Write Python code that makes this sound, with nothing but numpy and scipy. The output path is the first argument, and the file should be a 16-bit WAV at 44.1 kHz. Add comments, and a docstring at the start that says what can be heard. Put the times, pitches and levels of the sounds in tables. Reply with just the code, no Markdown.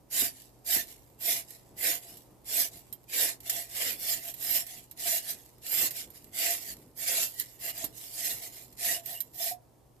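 """A garage workbench, close up: a wire brush is pulled and pushed through a steel tube held in pliers.
Its wires flick along the bore in a bright rasp of shaped noise bursts, and the air column rings hollow.
Stem, tube and pliers clink as noise cracks and decaying sines; there are dull jolts, pops and squeaks.
Pulls are mostly loud and pushes mostly soft; behind them lie a short reverberation, arm shuffle,
rumble and a low hum."""
import sys
import numpy as np
from scipy import signal
from scipy.fft import rfft, irfft, next_fast_len
from scipy.io import wavfile
from scipy.ndimage import uniform_filter1d, map_coordinates

SR = 44100
rng = np.random.default_rng(int(sys.argv[2]) if len(sys.argv) > 2 else 0)


def dump_mix(stems):
    """Bounce the given channels to the path in sys.argv[1] as a 16-bit WAV at rate SR."""
    frames = np.atleast_2d(stems).T  # one column per channel
    limited = np.clip(frames, -1, 1)  # hard clip at full scale
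    pcm = np.round(limited * 32767).astype(np.int16)
    wavfile.write(sys.argv[1], SR, pcm)


N = 440990
TIME = np.arange(N) / SR  # s

# hard pulls of the brush; levels are relative, before the trims in brush():
# (fastest moment t/s, speeding up t/s, slowing down t/s, level/dB,
#  hollow ring level/dB, sizzle level/dB, bite level/dB)
PULL_STROKES = [(0.209, 0.11, .11, -27, -20.5, 7, 0.5), (.738, 0.094, .11, -28.5, -16.5, 7.5, -0.5),
                (1.316, 0.13, .12, -30, -16.5, 7, 2.5), (1.891, 0.13, .1, -28.5, -16.5, 5, 4),
                (2.593, 0.15, 0.1, -29, -17, 5.5, 1), (3.226, 0.15, 0.12, -27.5, -20, 2, 3),
                (3.868, 0.2, 0.12, -32, -19.5, 5.5, 5.5), (4.58, 0.23, 0.069, -31, -20, 7.5, 3),
                (5.148, 0.19, 0.071, -28.5, -18, 5, -1), (5.844, 0.24, 0.058, -29, -17.5, 6.5, 2.5),
                (6.473, .16, .14, -29, -14, 4, 2.5), (7.204, 0.26, 0.095, -28, -17.5, 2.5, 1.5),
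                (7.697, .12, 0.031, -36.5, -9, 7.5, 5), (8.264, .17, 0.17, -34, -17.5, 5, -1.5),
                (8.904, .14, 0.1, -29, -13, 2.5, 0.5), (9.482, 0.16, 0.068, -33.5, -14, 7.5, -3.5)]
# pushes back into the bore, some in several shoves; levels as for the pulls:
# (fastest moment t/s, speeding up t/s, slowing down t/s, level/dB, hollow ring level/dB, sizzle level/dB)
PUSH_STROKES = [(.355, 0.037, 0.15, -54, -15, -4), (.895, 0.063, 0.085, -52, -14, 2),
                (1.5, 0.064, 0.13, -52.5, -15, -2), (2.05, .08, 0.23, -50.5, -9, 3),
                (2.755, 0.076, 0.064, -52, -8.5, 2), (3.554, 0.14, 0.13, -36, -8, 2.5),
                (4.103, 0.14, .12, -32.5, -16, 7), (4.264, 0.074, 0.09, -41.5, -10.5, 7),
                (4.694, 0.069, 0.18, -45.5, -10, 0.5), (5.3, 0.12, 0.078, -38.5, -13.5, 1),
                (5.389, 0.057, 0.042, -57, -22, 2), (5.996, 0.11, .07, -38.5, -18.5, 1),
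                (6.17, 0.063, 0.029, -52.5, -17, 3), (6.712, 0.21, .04, -41.5, -16, 5),
                (7.33, 0.1, 0.32, -49.5, -15, 7), (7.411, 0.047, 0.027, -37.5, -31, 2),
                (7.83, .13, 0.068, -40.5, -8.5, -1), (8.012, 0.1, 0.47, -47, -17, 3),
                (8.45, 0.082, 0.06, -42, -11, 5), (8.57, 0.11, 0.12, -49.5, -14, 4),
                (9.129, .12, 0.098, -43, -6, 11)]


def amp(db):
    """Decibels to gain."""
    return 10 ** (np.asarray(db) / 20)


def unit(x):
    """Scaled to rms 1."""
    return x / np.sqrt(np.mean(x ** 2) + 1e-20)


def along(points, hz):
    """(f/Hz, value) points read on a log frequency axis."""
    f, v = np.transpose(points)
    return np.interp(np.log(hz + 1), np.log(f + 1), v)


def curves(rows):
    """One value per sample for each column after the time."""
    s, *cols = np.transpose(rows)
    return [np.interp(TIME, s, c) for c in cols]


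def wobble(rate):
    """A smooth random curve, rate knots a second."""
    knots = rng.standard_normal(int(N * rate / SR) + 4)
    return map_coordinates(knots, [TIME * rate], order=2)


def filtered(x, response):
    """x times a response of frequency."""
    m = next_fast_len(N + SR // 2)
    spectrum = rfft(x, m) * response(np.fft.rfftfreq(m, 1 / SR))
    return irfft(spectrum, m)[..., :N]


def resonances(modes, hz):
    """Causal response of (f/Hz, width f/Hz, level/dB) modes."""
    return sum(amp(db) * 1j * hz * w / (c * c - hz * hz + 1j * hz * w) for c, w, db in modes)


def stereo_noise(side_db):
    """White noise, partly different on the two sides."""
    mid, side = rng.standard_normal((2, N))
    return unit(np.array([mid + amp(side_db) * side, mid - amp(side_db) * side]))


def brush(level_db, bite_hz=3200, sizzle_hz=11500):
    """Harder strokes free more wires a second; their flicks ring the steel and the air in the bore."""
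    # the air column in the bore: (f/Hz, width f/Hz, level/dB)
    air_modes = [(675, 62, 18.5), (746, 220, 2.5)]
    hollow_db, sizzle_db, bite_db = stroke_tone()
    effort = amp(level_db - level_db.max())

    # the rough bore makes the level uneven, by 1.34 dB well above -43 dB and a little less below
    uneven_db = 1.34 - 0.42 / (1 + amp(level_db + 43) ** 2)
    drag = amp(level_db + uneven_db * wobble(rate=51))

    wires = flicks(120 + 6000 * effort, spread_db=2.0, t60=0.008)
    wires = wires + 1.21 * rng.standard_normal((2, N))
    wires = wires + 0.5 * twangs(rate=240, low_hz=1690, high_hz=14460, t60=0.39)
    rasp = unit(filtered(shifting(wires, depth_db=6.5), steel_colour))

    # the angle of the brush changes how much low bite and high sizzle a stroke has
    bite = filtered(rasp, lambda hz: 1 / (1 + (hz / bite_hz) ** 10))
    sizzle = filtered(rasp, lambda hz: 1 / (1 + (sizzle_hz / (hz + 1)) ** 20))
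    without_sizzle = unit(rasp - sizzle + (amp(bite_db + 1.12) - 1) * bite)
    rasp = without_sizzle + amp(sizzle_db - 4.5) * unit(sizzle)

    def air_gain(hz):
        return sum(amp(db) * abs(resonances([(c, w, 0)], hz)) ** 2 for c, w, db in air_modes)

    air = unit(filtered(stereo_noise(side_db=-17.0), air_gain))
    return drag * (rasp * amp([[-0.3], [-0.2]]) + amp(hollow_db - 4.5) * air)


def scrape_level():
    """Level in dB: the wires break loose, swell and fade with the hand's speed, and settle on each push."""
    rest_db = -93  # the brush held still
    end_drop_db, arch_power = 24, 2.156  # drop at a stroke's ends; a higher power flattens its top
    stick_share = 0.92  # the wires stick until this share of the speeding-up time is left
    release_s = 0.015  # how quickly they then break loose
    # bent wires creep and settle from the fastest moment of a push
    settle_db, settle_db_per_s, settle_attack_s = -57.5, 63, 0.004

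    power = np.full(N, amp(rest_db) ** 2)
    for fastest, rise, fall, db, *_ in list(PULL_STROKES) + list(PUSH_STROKES):
        span = slice(max(0, int((fastest - 2 * rise) * SR)), int((fastest + 2 * fall) * SR))
        t = TIME[span] - fastest
        sliding = 0.5 + 0.5 * np.tanh((t + stick_share * rise) / release_s)
        away = np.abs(t / np.where(t < 0, rise, fall))
        power[span] += (sliding * amp(db - end_drop_db * away ** arch_power)) ** 2
    for fastest, *_ in PUSH_STROKES:
        span = slice(int(fastest * SR), int(fastest * SR) + SR)
        t = TIME[:len(power[span])]
        settling = amp(settle_db - settle_db_per_s * t) * (1 - np.exp(-t / settle_attack_s))
        power[span] += settling ** 2
    return 10 * np.log10(power)


def stroke_tone():
    """Hollow ring, sizzle and bite in dB: the brush tilts gradually from one stroke's angle to the next."""
    push_bite_db = -0.2  # the same for every push, before the trim in brush()
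    pulls = [(fastest, hollow, sizzle, bite)
             for fastest, _, _, _, hollow, sizzle, bite in PULL_STROKES]
    pushes = [(fastest, hollow, sizzle, push_bite_db)
              for fastest, _, _, _, hollow, sizzle in PUSH_STROKES]
    return curves(sorted(pulls + pushes))


def flicks(rate, spread_db, t60):
    """Wire tips catch and let go, rate times a second; each leaves a tiny noise burst of random size."""
    sizes = amp(spread_db * rng.standard_normal(N))
    slips = (rng.random(N) < rate / SR) / np.sqrt(rate) * sizes
    decay = amp(-60 * TIME[:SR // 20] / t60)
    energy = signal.fftconvolve(slips ** 2, decay ** 2)[:N]
    return unit(np.sqrt(np.abs(energy)) * rng.standard_normal((2, N)))


def twangs(rate, low_hz, high_hz, t60):
    """Single wires spring free and ring briefly, each at its own pitch."""
    draws = rng.random((int(rate * N / SR), 4))
    t = TIME[:SR // 24]
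    hz = low_hz + (high_hz - low_hz) * draws[:, 1:2]
    decay = amp(-60 * t / t60) * (1 - t / t[-1])  # the straight fade ends it sooner than t60
    rings = draws[:, 2:3] * decay * np.sin(2 * np.pi * hz * t)
    index = (draws[:, :1] * N).astype(int) + np.arange(len(t))
    turn = 2 * np.pi * draws[:, 3:]  # each wire radiates its own way
    sides = [np.bincount(index.ravel(), (rings * side).ravel(), N)[:N]
             for side in (np.cos(turn), np.sin(turn))]
    return unit(np.array(sides))


def shifting(x, depth_db, size=512):
    """Ever new groups of wires touch the wall, so patches of the spectrum swell and fade."""
    z = signal.stft(x, nperseg=size)[2]
    field = uniform_filter1d(rng.standard_normal(z.shape), size=3, axis=1)  # across frequency
    field = uniform_filter1d(field, size=14, axis=2)  # across time
    gain = amp(depth_db * np.tanh(unit(field)))
    return unit(signal.istft(z * gain, nperseg=size)[1][:, :N])


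def steel_colour(hz):
    """Left and right gain of brush and tube: broad radiation with narrow resonances on top."""
    # the rasp as it radiates to each side: (f/Hz, level/dB per Hz)
    radiation_left = [(60, -48), (250, -13), (450, -21.5), (1200, -14), (1950, -3.5), (2650, -6.5),
                      (4100, 0), (6200, -4), (7600, 0), (8800, -3.5), (10500, 4), (12500, 2), (14500, 3)]
    radiation_right = [(60, -39), (300, -11), (600, -6.5), (1000, -56), (1400, -20.5), (1800, -4),
                       (2600, -5), (4300, -1.5), (6300, -1.5), (7300, 4.5), (8500, 0.5), (10600, 1.5),
                       (12600, 15.5), (14500, 3.5)]
    # steel resonances: (f/Hz, width f/Hz, left level/dB, right level/dB)
    steel_modes = [(1950, 260, 1, 6), (2860, 170, 3, 3), (5120, 240, 4, 5), (5485, 100, 0, 6),
                   (7170, 120, 1, 6), (7900, 220, 4, 3), (8960, 130, 0, 4), (9380, 70, 0, 4),
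                   (10600, 70, 0, 3)]
    db = np.array([along(radiation_left, hz), along(radiation_right, hz)])
    for centre, width, left, right in steel_modes:
        db += np.outer([left, right], 1 / (1 + (2 * (hz - centre) / width) ** 2))
    return amp(db)


def rattle(level_db):
    """The stem chatters dully against the bore and stray wires tick, both following the scraping level."""
    chatter = flicks(rate=64, spread_db=-1.5, t60=0.046)
    chatter = unit(filtered(chatter, lambda hz: resonances([(250, 184, 0)], hz) ** 2))
    ticks = unit(filtered(flicks(rate=13, spread_db=-4.5, t60=0.024), steel_colour))
    return amp(level_db - 35.5) * chatter + amp(level_db / 2 - 35.5) * ticks


def clinks(ring_db=-2, modes_db=-12, t60=0.065, attack=0.0013):
    """Each contact is a crack, a very high buzz of wires and a short ring of the stem at new strengths."""
    # stem and pliers clink on the tube, before the trims below: (t/s, level/dB, high ring level/dB)
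    contacts = [(0.661, -32.5, -2), (1.197, -50, -5), (1.505, -37, -1), (1.777, -42, -5), (2.17, -38, -10),
                (2.926, -34.5, 11), (3.403, -37.5, -5), (3.496, -12.5, -17), (4.339, -32, 2),
                (4.446, -24, -9), (4.665, -30, -8), (4.911, -35, -3), (4.998, -29, -12), (5.303, -28.5, 7),
                (5.907, -25, -3), (6.102, -45.5, 8), (7.397, -22, 6.5), (7.776, -26, -17), (7.841, -23, 4),
                (7.952, -48, 8), (8.725, -42, -13), (8.911, -22, -4), (9.058, -28, 3), (9.204, -25, 8)]
    # what the stem and the pliers ring with: (f/Hz, level/dB, t60 t/s)
    stem_modes = [(3200, -21, 0.1), (3980, -8, 0.04), (7200, -4.5, 0.044), (8300, -8, 0.042),
                  (9010, -4.5, 0.068), (10300, -24, 0.046), (12600, -14, .04), (12600, -2, 0.021),
                  (13300, -6, 0.022)]
    blows, buzz, rings = np.zeros(N + SR), np.zeros(N + SR), np.zeros((2, N + SR))
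    t = TIME[:SR // 4]
    onset = 1 - np.exp(-t / attack)
    for s, db, high_db in contacts:
        span = slice(round(s * SR), round(s * SR) + len(t))
        blow = amp(db) * (amp(-60 * t / t60) + 0.32 * amp(-60 * t / 0.007)) * onset
        blows[span] += blow
        buzz[span] += amp(high_db) * blow
        for hz, mode_db, life in stem_modes:
            size_db, phase = rng.standard_normal((2, 2, 1))  # one of each per side
            decay = amp(db + high_db + mode_db + 1.6 * size_db - 60 * t / life)
            rings[:, span] += onset * decay * np.sin(2 * np.pi * (hz * t + phase))
    crack = unit(filtered(rng.standard_normal((2, N)), steel_colour))
    high = unit(filtered(rng.standard_normal((2, N)), lambda hz: resonances([(13000, 350, 0)], hz)))
    cracks = blows[:N] * crack
    buzzes = amp(ring_db) * buzz[:N] * high * amp([[-12], [3]])
    return amp(-4.5) * (cracks + buzzes) + amp(modes_db) * rings[:, :N] * amp([[-5], [2]])


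def jolts(t60=0.085):
    """Dull knocks through the pliers and the hands."""
    # the brush snags and jolts the tube, before the 5 dB lift below: (t/s, level/dB)
    snags = [(0.22, -40.5), (0.764, -40.5), (1.328, -51), (3.862, -48), (5.828, -44), (7.838, -42)]
    push = np.zeros(N + SR)
    t = TIME[:SR // 4]
    for s, db in snags:
        push[round(s * SR):][:len(t)] += amp(db - 60 * t / t60) * (1 - np.exp(-t / 0.0022))
    body = filtered(stereo_noise(side_db=-10),
                    lambda hz: resonances([(123, 25, 2), (268, 100, -1)], hz))
    return amp(5.0) * push[:N] * unit(body)


def pops(t60=0.097, attack=0.0064):
    """The air in the bore swells to a hollow note and rings out."""
    # the brush plugs the bore and pops its air column, before the 11 dB lift: (t/s, level/dB, f/Hz)
    air_pops = [(5.055, -42.5, 687), (5.125, -42.5, 657), (6.49, -43, 694), (7.18, -40, 660),
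                (7.825, -44.5, 660), (8.975, -45, 675), (9.402, -43, 680), (9.46, -41.5, 676),
                (9.512, -38.5, 718)]
    out, t = np.zeros(N + SR), TIME[:SR // 4]
    for s, db, hz in air_pops:
        swell = amp(db - 60 * t / t60) * (1 - np.exp(-t / attack))
        out[round(s * SR):][:len(t)] += swell * np.sin(2 * np.pi * hz * t)
    return amp(11.0) * out[:N]


def squeaks(unsteady_hz=70):
    """Wires stick and slip together for a moment at a wavering pitch."""
    # wires squeak briefly during a stroke: (t/s, length t/s, f/Hz, peak level/dB)
    squeak_rows = [(4.752, 0.065, 3340, -60), (7.63, 0.13, 2870, -53), (9.133, 0.068, 2880, -48.5)]
    drift = 2 * np.pi * np.cumsum(unsteady_hz * wobble(rate=120)) / SR
    out = np.zeros(N)
    for s, length, hz, db in squeak_rows:
        swell = np.sin(np.pi * np.clip((TIME - s) / length, 0, 1))
        out += amp(db) * swell * np.sin(2 * np.pi * hz * TIME + drift)
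    return out


def garage(x):
    """The walls answer briefly, the treble dying first."""
    # how long the garage rings: (f/Hz, t60 t/s)
    decay_times = [(200, 0.52), (2000, 0.15), (13000, 0.079)]
    hz, t, z = signal.stft(rng.standard_normal((2, SR // 2)), SR, nperseg=256)
    fading = z * amp(-60 * t / along(decay_times, hz)[:, None])
    tail = signal.istft(fading, SR, nperseg=256)[1]
    return signal.fftconvolve(x, tail / np.linalg.norm(tail[0]), axes=1)[:, :N]


def background(level_db):
    """Room rumble, mains hum, and the dull shuffle of the arm, louder when the work is busy."""
    # the garage background: (f/Hz, level/dB per Hz)
    room_tone = [(20, -15), (50, 7), (90, -1.5), (140, -0.5), (190, -6.5), (300, -2), (550, -5), (900, -7),
                 (1500, -22), (3000, -25), (14500, -22.5)]
    arm_db, arm_follow, arm_lag_s = -64, 0.19, 0.86  # level, dB per dB of scraping, averaging time
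    rumble = unit(filtered(stereo_noise(side_db=-3.0), lambda hz: amp(along(room_tone, hz))))
    hum = np.sin(2 * np.pi * 120 * TIME + 0.08 * wobble(rate=3.34))

    arm_modes = [(56.0, 56, -1.5), (129, 92, -0.5), (283, 270, -1.5)]  # (f/Hz, width f/Hz, level/dB)
    shuffle = filtered(stereo_noise(side_db=-43.0), lambda hz: resonances(arm_modes, hz) ** 2)
    busy_db = uniform_filter1d(level_db - level_db.mean(), size=int(arm_lag_s * SR))
    shuffle_db = arm_db + arm_follow * busy_db + 3.8 * wobble(rate=12)

    rumble = amp(-62 + wobble(rate=5.2)) * rumble * amp([[-0.7], [0.7]])  # swings by about 1 dB
    return rumble + amp(-65) * hum + amp(shuffle_db) * unit(shuffle)


def scene():
    """The work close by, with the room behind it."""
    level_db = scrape_level()
    work = brush(level_db) + rattle(level_db) + clinks() + jolts() + pops() + squeaks()
    return work + amp(-12.0) * garage(work) + background(level_db)


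def record(dry, top_hz=14500):
    """The recorder cuts off steeply above its band limit."""
    return filtered(dry, lambda hz: 1 / np.sqrt(1 + (hz / top_hz) ** 300))


dry = scene()
out = record(dry)
dump_mix(out)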